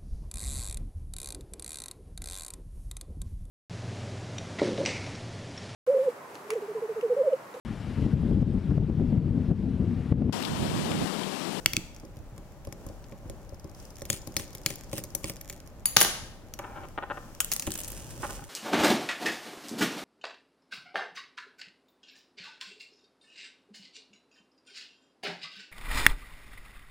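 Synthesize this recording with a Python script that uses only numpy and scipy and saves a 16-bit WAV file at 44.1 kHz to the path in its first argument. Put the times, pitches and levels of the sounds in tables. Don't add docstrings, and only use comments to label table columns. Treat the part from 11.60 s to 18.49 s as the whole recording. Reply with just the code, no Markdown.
import sys
import numpy as np
from scipy import signal
from scipy.fft import rfft, irfft, next_fast_len
from scipy.io import wavfile
from scipy.ndimage import uniform_filter1d

SR = 44100
rng = np.random.default_rng(int(sys.argv[2]) if len(sys.argv) > 2 else 0)


def pcm_store(signal):
    levels = np.round(np.clip(np.atleast_2d(signal), -1, 1) * 32767)
    wavfile.write(sys.argv[1], SR, levels.astype(np.int16).T)


N = 303849

# (frequency [Hz], level [dB])
AIR_COLOUR = [(12, -35.5), (20, 3.5), (65, 1), (319, -11), (422, -16), (590, -10.5), (698, -18.5),
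              (802, -15.5), (923, -20), (3630, -35.5), (7110, -35.5), (8410, -40.5), (12400, -39.5),
              (14700, -41), (16000, -42)]
RUB_COLOUR = [(530, -30), (900, -2), (1170, -7.5), (1490, -2), (1990, -11.5), (2860, -4.5), (3960, -10),
              (5680, -3), (10600, -9.5), (13500, -11), (16000, -12.5)]
RUMBLE_COLOUR = [(24, -31), (40, 9.5), (86, -5.5), (118, 0), (210, -13), (322, -9.5), (422, -13.5),
                 (554, -9.5), (671, -17), (1030, -21.5), (1800, -32), (2340, -49.5), (3960, -120)]
# (start [s], end [s], hiss [dB], rumble [dB])
HAND_MOVES = [(-0.1, 0.153, -57, -45.5), (0.85, 0.903, -69, -56), (1.198, 1.33, -64, -43),
              (1.655, 1.785, -67, -43.5), (2.19, 2.203, -57, -45), (2.473, 3.72, -62.5, -47.5),
              (4.505, 4.627, -59, -49), (5, 5.265, -63, -49), (5.547, 5.74, -59, -75),
              (6.175, 6.59, -54, -42), (6.617, 6.7, -49, -37.5)]
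# (time [s], level [dB], tilt [dB/octave], contact [ms], knock [dB])
CORNER_SLIPS = [(0.0599, -7.5, -1.5, 2.4, -33.5), (0.134, -20, 1.2, 13, -39),
                (0.1667, -13.5, 1.5, 9.9, -28)]
# (time [s], level [dB])
FIDGET_LEVEL = [(0.3, -72), (2.0, -74), (2.35, -64), (3.9, -61), (4.1, -71.5), (5.3, -75), (5.5, -88)]
# (start [s], end [s])
TICK_RUNS = [(0.346, 0.47), (1.892, 2.02), (2.043, 3.52)]
# (time [s], level [dB])
TIP_TOUCHES = [(0.364, -45), (0.5694, -51), (1.0505, -45), (1.0717, -48.5), (1.2882, -48), (1.4414, -51),
               (2.3685, -45), (3.767, -43), (4.0026, -44.5), (4.0751, -46.5), (4.938, -34), (4.9901, -35.5),
               (5.286, -50), (5.7497, -44)]
# (time [s], level [dB], tilt [dB/octave])
DESK_KNOCKS = [(0.434, -37, -0.5), (0.569, -34, -7), (0.599, -32.5, -11.5), (0.725, -33, -9),
               (1.072, -30.5, -1), (1.298, -34.5, -5), (1.656, -35.5, -3.5), (1.923, -31.5, -3.5),
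               (2.045, -33, -2), (6.073, -24, -2), (6.099, -33, -20)]
# (time [s], level [dB], tilt [dB/octave], knock [dB])
REGRIPS = [(0.779, -42, 0.8, -42.5), (1.1249, -32.5, -1.5, -43), (1.2653, -38.5, 9, -37.5),
           (1.522, -43, -7.5, -42.5), (1.6981, -33.5, 2, -39), (2.4188, -31.5, -0.5, -37),
           (2.453, -31, 4, -50), (2.6731, -30.5, 4.5, -37.5), (2.95, -29, 4, -46.5),
           (3.1568, -30.5, 8, -73), (3.4384, -27, 5.5, -45), (3.5498, -15, 7.5, -39.5),
           (3.8124, -30, 5.5, -64)]
# (time [s], slip level [dB], delay until the bit reseats [s], force [dB])
TWISTS = [(2.501, -12, 0.028, -0.5), (2.7661, -13.5, 0.03, -4.5), (3.0613, -11, 0.042, -3.5),
          (3.3306, -27, 0.05, -1), (3.6426, -21.5, 0.054, -2), (3.8981, -26.5, 0.028, -15.5)]
# (time [s], level [dB], tilt [dB/octave], contact [ms])
CLATTER_HITS = [(4.2555, -23.5, 2, 24), (4.365, -14.5, -2.5, 4.4), (4.368, -5.5, 0.5, 5.5),
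                (4.4125, -12.5, 0, 9), (4.418, -16, -0.5, 11), (4.448, -20.5, -1.5, 9)]
# (time [s], level [dB])
CLINKS = [(4.2563, -14), (4.266, -25), (4.368, -17.5), (4.404, -15.5), (4.4145, -13), (4.427, -14)]
# (time [s], length [s], level [dB])
CREAKS = [(4.99, 0.011, -32), (4.995, .25, -44), (5.039, 0.014, -36), (5.159, 0.0263, -38.5),
          (5.233, .022, -40), (5.3767, 0.013, -26), (5.425, 0.013, -29.5), (5.5, 0.02005, -27.5),
          (5.572, 0.0068, -31.5), (6.63, .022, -27.5), (6.692, 0.018, -37.5), (6.791, .005, -39.5),
          (6.821, 0.0045, -41.5)]
# (time [s], level [dB], tilt [dB/octave], contact [ms])
CASE_SNAPS = [(5.8034, -10, 0.5, 41), (5.846, -18.5, 5, 9.5), (5.917, -14, 3, 66), (5.9248, -20, -3, 20),
              (5.9355, -15.5, 11, 24), (5.9636, -18, 4, 12), (5.9963, -17, 2.5, 24),
              (6.023, -23.5, -1.5, 58), (6.0674, -22.5, -0.5, 57), (6.0737, -24, -13, 44),
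              (6.118, -23, 0.5, 30), (6.1549, -24.5, -2, 24), (6.1877, -26, 1, 31)]
# (time [s], level [dB])
CRACKLE_LEVEL = [(5.8, -80), (5.92, -53), (6.04, -52), (6.1, -46), (6.27, -46), (6.44, -51), (6.56, -52),
                 (6.71, -45.5), (6.89, -56.5)]

# (frequency [Hz], bandwidth [Hz], level [dB])
CORNER_MODES = [(1296, 94, -15), (2234, 167, -1), (2550, 310, 1.5), (2740, 500, 1), (3395, 220, 0),
                (4600, 310, -1.5), (5800, 370, -2), (7000, 270, -4.5), (7970, 420, -5), (9250, 3100, -9.5),
                (11600, 1100, -9.5), (15500, 1400, -14)]
CORNER_DESK_MODES = [(112, 29, 5), (178, 14, 0), (240.6, 53, -2), (324, 19, 4), (390, 20, -11.5),
                     (583, 72.4, -20.5)]
SIDE_MODES = [(1270, 170, -6), (1794, 197, 4), (2277, 310, 3), (3390, 360, -0.5), (4360, 750, -2),
              (5130, 520, 1), (5800, 700, 0.5), (6900, 320, 4.5), (8750, 1800, -4.5), (10800, 2660, -4.5),
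              (12460, 580, -1), (14400, 1200, -4)]
TICK_MODES = [(5080, 230, 6.5), (6200, 460, -3.5), (10500, 1900, -9), (12100, 900, -13), (12900, 730, -7)]
DRIVER_MODES = [(1300, 600, -9), (2900, 1300, -5), (4700, 900, -4.5), (5800, 900, 0), (6800, 770, -2.5),
                (10300, 1800, -5), (12800, 2000, -7.5)]
DESK_MODES = [(73.6, 51, -2), (125.7, 61, 1.5), (183.8, 8.3, -2.5), (221.3, 15, -5), (319.7, 14, 0.5),
              (384.5, 12, -3.5), (554, 42, -1.5), (807, 25.6, -13), (1068, 66, -15.5)]
CLATTER_MODES = [(127, 24, 0.5), (195, 29, -0.5), (357, 62, 4.5), (750, 180, 5), (1213, 190, 3),
                 (1530, 260, 6), (2140, 840, 0), (2940, 220, 5), (3670, 870, 0.5), (4640, 540, 1.5),
                 (5730, 1200, 0.5), (6630, 540, 3.5), (8200, 2700, -5), (10400, 6500, -2.5),
                 (13760, 990, -8), (15330, 1190, -16)]
METAL_MODES = [(4624, 45, -10), (6780, 45, -3), (9980, 90, -3), (10140, 90, 1), (10250, 110, -2),
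               (13690, 80, -4)]
CHAIR_MODES = [(338, 60, 0.5), (576, 48, 5), (806, 59, 8), (1037, 66, 5), (1219, 70, 4.5), (1460, 170, 3),
               (1824, 140, -1.5), (2320, 230, -8), (2620, 140, -6), (3100, 1200, -10)]
CASE_MODES = [(605, 820, -10), (1380, 420, -4.5), (1750, 390, -4), (2800, 730, 1.5), (4020, 1870, -2.5),
              (6580, 1820, 2.5), (8350, 1700, 2), (10580, 710, 2), (12400, 2480, -.5), (14900, 1500, -3.5)]

# (frequency [Hz], correlation [-1..1])
MIC_LIKENESS = [(30, 0.77), (65, .1), (130, 0.78), (300, 0.9), (1000, 0.82), (2500, 0.15), (6000, 0.02),
                (16000, 0.055)]
# (frequency [Hz], time to fall 60 dB [s])
ROOM_T60 = [(100, 1), (500, 0.6), (2000, 0.63), (6000, 0.6), (15000, 0.29)]


def from_db(db):
    return 10 ** (np.asarray(db) / 20)


def rms_one(x):
    return x / np.sqrt(np.mean(x ** 2) + 1e-20)


def in_time(rows):
    return np.interp(np.arange(N) / SR, *np.transpose(rows))


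def at_hz(points, hz):
    frequencies, values = np.transpose(points)
    return np.interp(np.log(hz), np.log(frequencies), values)


def add(track, s, sound):
    start = max(round(s * SR), 0)
    track[:, start:start + sound.shape[1]] += sound[:, :max(N - start, 0)]


def stereo_noise(colour, size):
    padded = next_fast_len(size)
    hz = np.maximum(np.fft.rfftfreq(padded, 1 / SR), 1)
    mid, side = rfft(rng.standard_normal((2, padded)))
    alike = at_hz(MIC_LIKENESS, hz)
    pair = np.sqrt(1 + alike) * mid + np.sqrt(1 - alike) * side * [[1], [-1]]
    return rms_one(irfft(pair * from_db(at_hz(colour, hz)), padded)[:, :size])


def ringing(modes, tilt_db, vary_db=3.5):
    narrowest_hz = min(width for _, width, _ in modes)
    t = np.arange(int(3 * SR / narrowest_hz)) / SR
    out = 0
    for k, (hz, width, db) in enumerate(modes):
        age = np.maximum(t - rng.normal(3e-5, 2.2e-5, (2, 1)), 0)
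        gain = width * from_db(db + tilt_db * np.log2(hz) + vary_db * rng.standard_normal((2, 1)))
        out = out + (-1) ** k * gain * np.exp(-np.pi * width * age) * np.sin(2 * np.pi * hz * age)
    return out


def blow(modes, db, tilt_db, contact_ms, grit):
    ms = np.arange(4096) * 1000 / SR
    fade = from_db(-60 * ms / contact_ms)
    chatter = rng.standard_normal(len(ms)) * fade
    force = grit * chatter / np.linalg.norm(chatter)
    force[0] += 1
    for _ in range(4):
        flat_spectrum = np.exp(1j * np.angle(rfft(force)))
        force = irfft(flat_spectrum) * fade ** .1
    sound = signal.fftconvolve(ringing(modes, tilt_db), force[None], axes=1)
    loudest = uniform_filter1d(np.mean(sound ** 2, axis=0), size=132, mode="constant").max()
    return from_db(db) * sound / np.sqrt(loudest)


def blows(rows, modes, grit):
    out = np.zeros((2, N))
    for s, db, tilt_db, contact_ms in rows:
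        add(out, s, blow(modes, db, tilt_db, contact_ms, grit))
    return out


def taps(rows, modes, contact_ms, grit):
    return blows([(s, db, 0, contact_ms) for s, db in rows], modes, grit)


def bit_clicks(rows, modes, desk_modes, click_db, knock_db, grit, knock_ms):
    clicks = blows([row[:-1] for row in rows], modes, grit)
    knocks = taps([(row[0], row[-1]) for row in rows], desk_modes, knock_ms, grit=0.99)
    return from_db(click_db) * clicks + from_db(knock_db) * knocks


def catches(modes, per_s, spread_db):
    sizes = from_db(spread_db * np.minimum(rng.exponential(1, N), 3))
    signs = rng.choice([-1, 1], N)
    clicks = sizes * signs * (rng.random(N) < per_s / SR)
    return rms_one(signal.oaconvolve(ringing(modes, 0), clicks[None], axes=1)[:, :N])


def room_tone():
    return stereo_noise(AIR_COLOUR, N)


def hands(attack_s=0.066, release_s=0.23):
    hiss, rumble = 0, 0
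    for start, end, hiss_db, rumble_db in HAND_MOVES:
        motion = in_time([(start - attack_s, 0), (start, 1), (end, 1), (end + release_s, 0)])
        hiss = np.maximum(hiss, from_db(hiss_db) * motion)
        rumble = np.maximum(rumble, from_db(rumble_db - 4) * motion)
    return hiss * stereo_noise(RUB_COLOUR, N) + rumble * stereo_noise(RUMBLE_COLOUR, N)


def corner_screw():
    return bit_clicks(CORNER_SLIPS, CORNER_MODES, CORNER_DESK_MODES,
                      click_db=-4, knock_db=2.5, grit=1, knock_ms=21)


def bit_fidget():
    return from_db(in_time(FIDGET_LEVEL)) * catches(SIDE_MODES, per_s=20, spread_db=2.5)


def even_ticking(gap_s=0.05215, spread_db=1.5):
    tick = blow(TICK_MODES, db=-49.5, tilt_db=0, contact_ms=28, grit=3.8)
    out = np.zeros((2, N))
    for start, end in TICK_RUNS:
        for s in np.arange(start, end, gap_s):
            add(out, s, from_db(spread_db * rng.standard_normal()) * tick)
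    return out


def driver_tip():
    return taps(TIP_TOUCHES, DRIVER_MODES, contact_ms=26, grit=1)


def phone_rocking(contact_ms=43):
    return blows([(*row, contact_ms) for row in DESK_KNOCKS], DESK_MODES, grit=0.98)


def second_screw(regrip_ms=23, slip_ms=26, reseat_ms=32):
    rows = [(s, db, tilt_db, regrip_ms, knock_db) for s, db, tilt_db, knock_db in REGRIPS]
    for s, slip_db, delay_s, force_db in TWISTS:
        slip = (s, slip_db, 0.5, slip_ms, force_db - 30.5)
        reseat = (s + delay_s, force_db - 22, 1, reseat_ms, force_db - 35.5)
        rows += [slip, reseat]
    return bit_clicks(rows, SIDE_MODES, DESK_MODES, click_db=-6.5, knock_db=3, grit=2.1, knock_ms=20)


def thread_grind(full_force_db=-41.5, lead_s=0.019, length_s=0.11):
    t = np.arange(N) / SR
    pressure = 0
    for s, _, _, force_db in TWISTS:
        progress = np.clip((t - s + lead_s) / length_s, 0, 1)
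        pressure = pressure + from_db(full_force_db + force_db) * np.sin(np.pi * progress)
    return pressure * catches(CASE_MODES, per_s=2400, spread_db=7.5)


def metal_clatter():
    return blows(CLATTER_HITS, CLATTER_MODES, grit=1.58)


def metal_clinks():
    return taps(CLINKS, METAL_MODES, contact_ms=3.7, grit=1)


def chair_creaks(firm_db=-27, jitter=0.33, uneven_db=0.5, top_hz=3300):
    out = np.zeros((2, N))
    for s, length_s, db in CREAKS:
        gentler_db = firm_db - db
        slips_per_s = 260 + 7 * gentler_db
        tilt_db = -2.3 + 0.08 * gentler_db
        gaps = np.exp(jitter * rng.standard_normal(160)) / slips_per_s
        times = np.cumsum(gaps) - gaps[0]
        sizes = from_db(uneven_db * rng.standard_normal(160))
        inside = times <= length_s
        pulses = np.bincount((times[inside] * SR).astype(int), sizes[inside])
        sound = signal.fftconvolve(ringing(CHAIR_MODES, tilt_db), pulses[None], axes=1)
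        add(out, s, from_db(db) * sound * np.sqrt(2 * length_s * SR) / np.linalg.norm(sound))
    return signal.sosfilt(signal.butter(4, top_hz, fs=SR, output="sos"), out)


def case_snaps(slide_at_s=6.102, gap_s=0.017, jitter=0.27, count=14, fade_db_per_s=13):
    ages = gap_s * (np.arange(count) + jitter * rng.standard_normal(count))
    tilt_db, contact_ms = 4.5, 24
    slide = [(slide_at_s + age, -26 - fade_db_per_s * age, tilt_db, contact_ms) for age in ages]
    return blows(CASE_SNAPS + slide, CASE_MODES, grit=2.6)


def finger_crackle(uneven_db=4.5, grips_per_s=45):
    grip = np.interp(np.arange(N) / SR * grips_per_s, np.arange(1024), rng.standard_normal(1024))
    level = from_db(in_time(CRACKLE_LEVEL) + uneven_db * grip)
    return level * catches(CASE_MODES, per_s=650, spread_db=4)


def room_tail(x, build_s=0.002):
    t = np.arange(SR * 4 // 5) / SR
    edges_hz = np.geomspace(60, 17000, 11)
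    white = [(1, 0), (SR, 0)]
    tail = 0
    for low, high in zip(edges_hz, edges_hz[1:]):
        bandpass = signal.butter(2, [low, high], "band", fs=SR, output="sos")
        band = signal.sosfilt(bandpass, stereo_noise(white, len(t)))
        t60_s = at_hz(ROOM_T60, np.sqrt(low * high))
        tail = tail + band * from_db(-60 * t / t60_s)
    tail = tail * (1 - np.exp(-t / build_s))
    return signal.fftconvolve(x, tail * np.sqrt(2) / np.linalg.norm(tail), axes=1)[:, :N]


def scene():
    corner = corner_screw()
    second = second_screw()
    tip = from_db(-1) * driver_tip()
    knocks = from_db(-2.5) * phone_rocking()
    clinks = from_db(-1.5) * metal_clinks()
    clatter = from_db(-0.5) * metal_clatter()
    case = from_db(-7.5) * case_snaps()
    creaks = from_db(-3.5) * chair_creaks()
    air = from_db(-47.5) * room_tone()
    close_detail = thread_grind() + bit_fidget() + even_ticking() + finger_crackle() + hands()
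    direct = corner + second + tip + knocks + clinks + clatter + case + creaks + close_detail
    near_send = from_db(-17.5) * corner + from_db(-17) * (second + tip + knocks) + from_db(-13.5) * case
    far_send = from_db(-9) * clinks + from_db(-6.5) * clatter + from_db(-12) * creaks
    return direct + room_tail(near_send + far_send) + air


def record(dry, lean_db=0.54, cutoff_hz=16100):
    left = from_db(lean_db) * dry[0]
    right = from_db(-lean_db) * np.roll(dry[1], 2)
    lowpass = signal.ellip(10, .1, 70, cutoff_hz, fs=SR, output="sos")
    return signal.sosfilt(lowpass, np.clip([left, right], -1, 1))


dry = scene()
out = record(dry)
pcm_store(out)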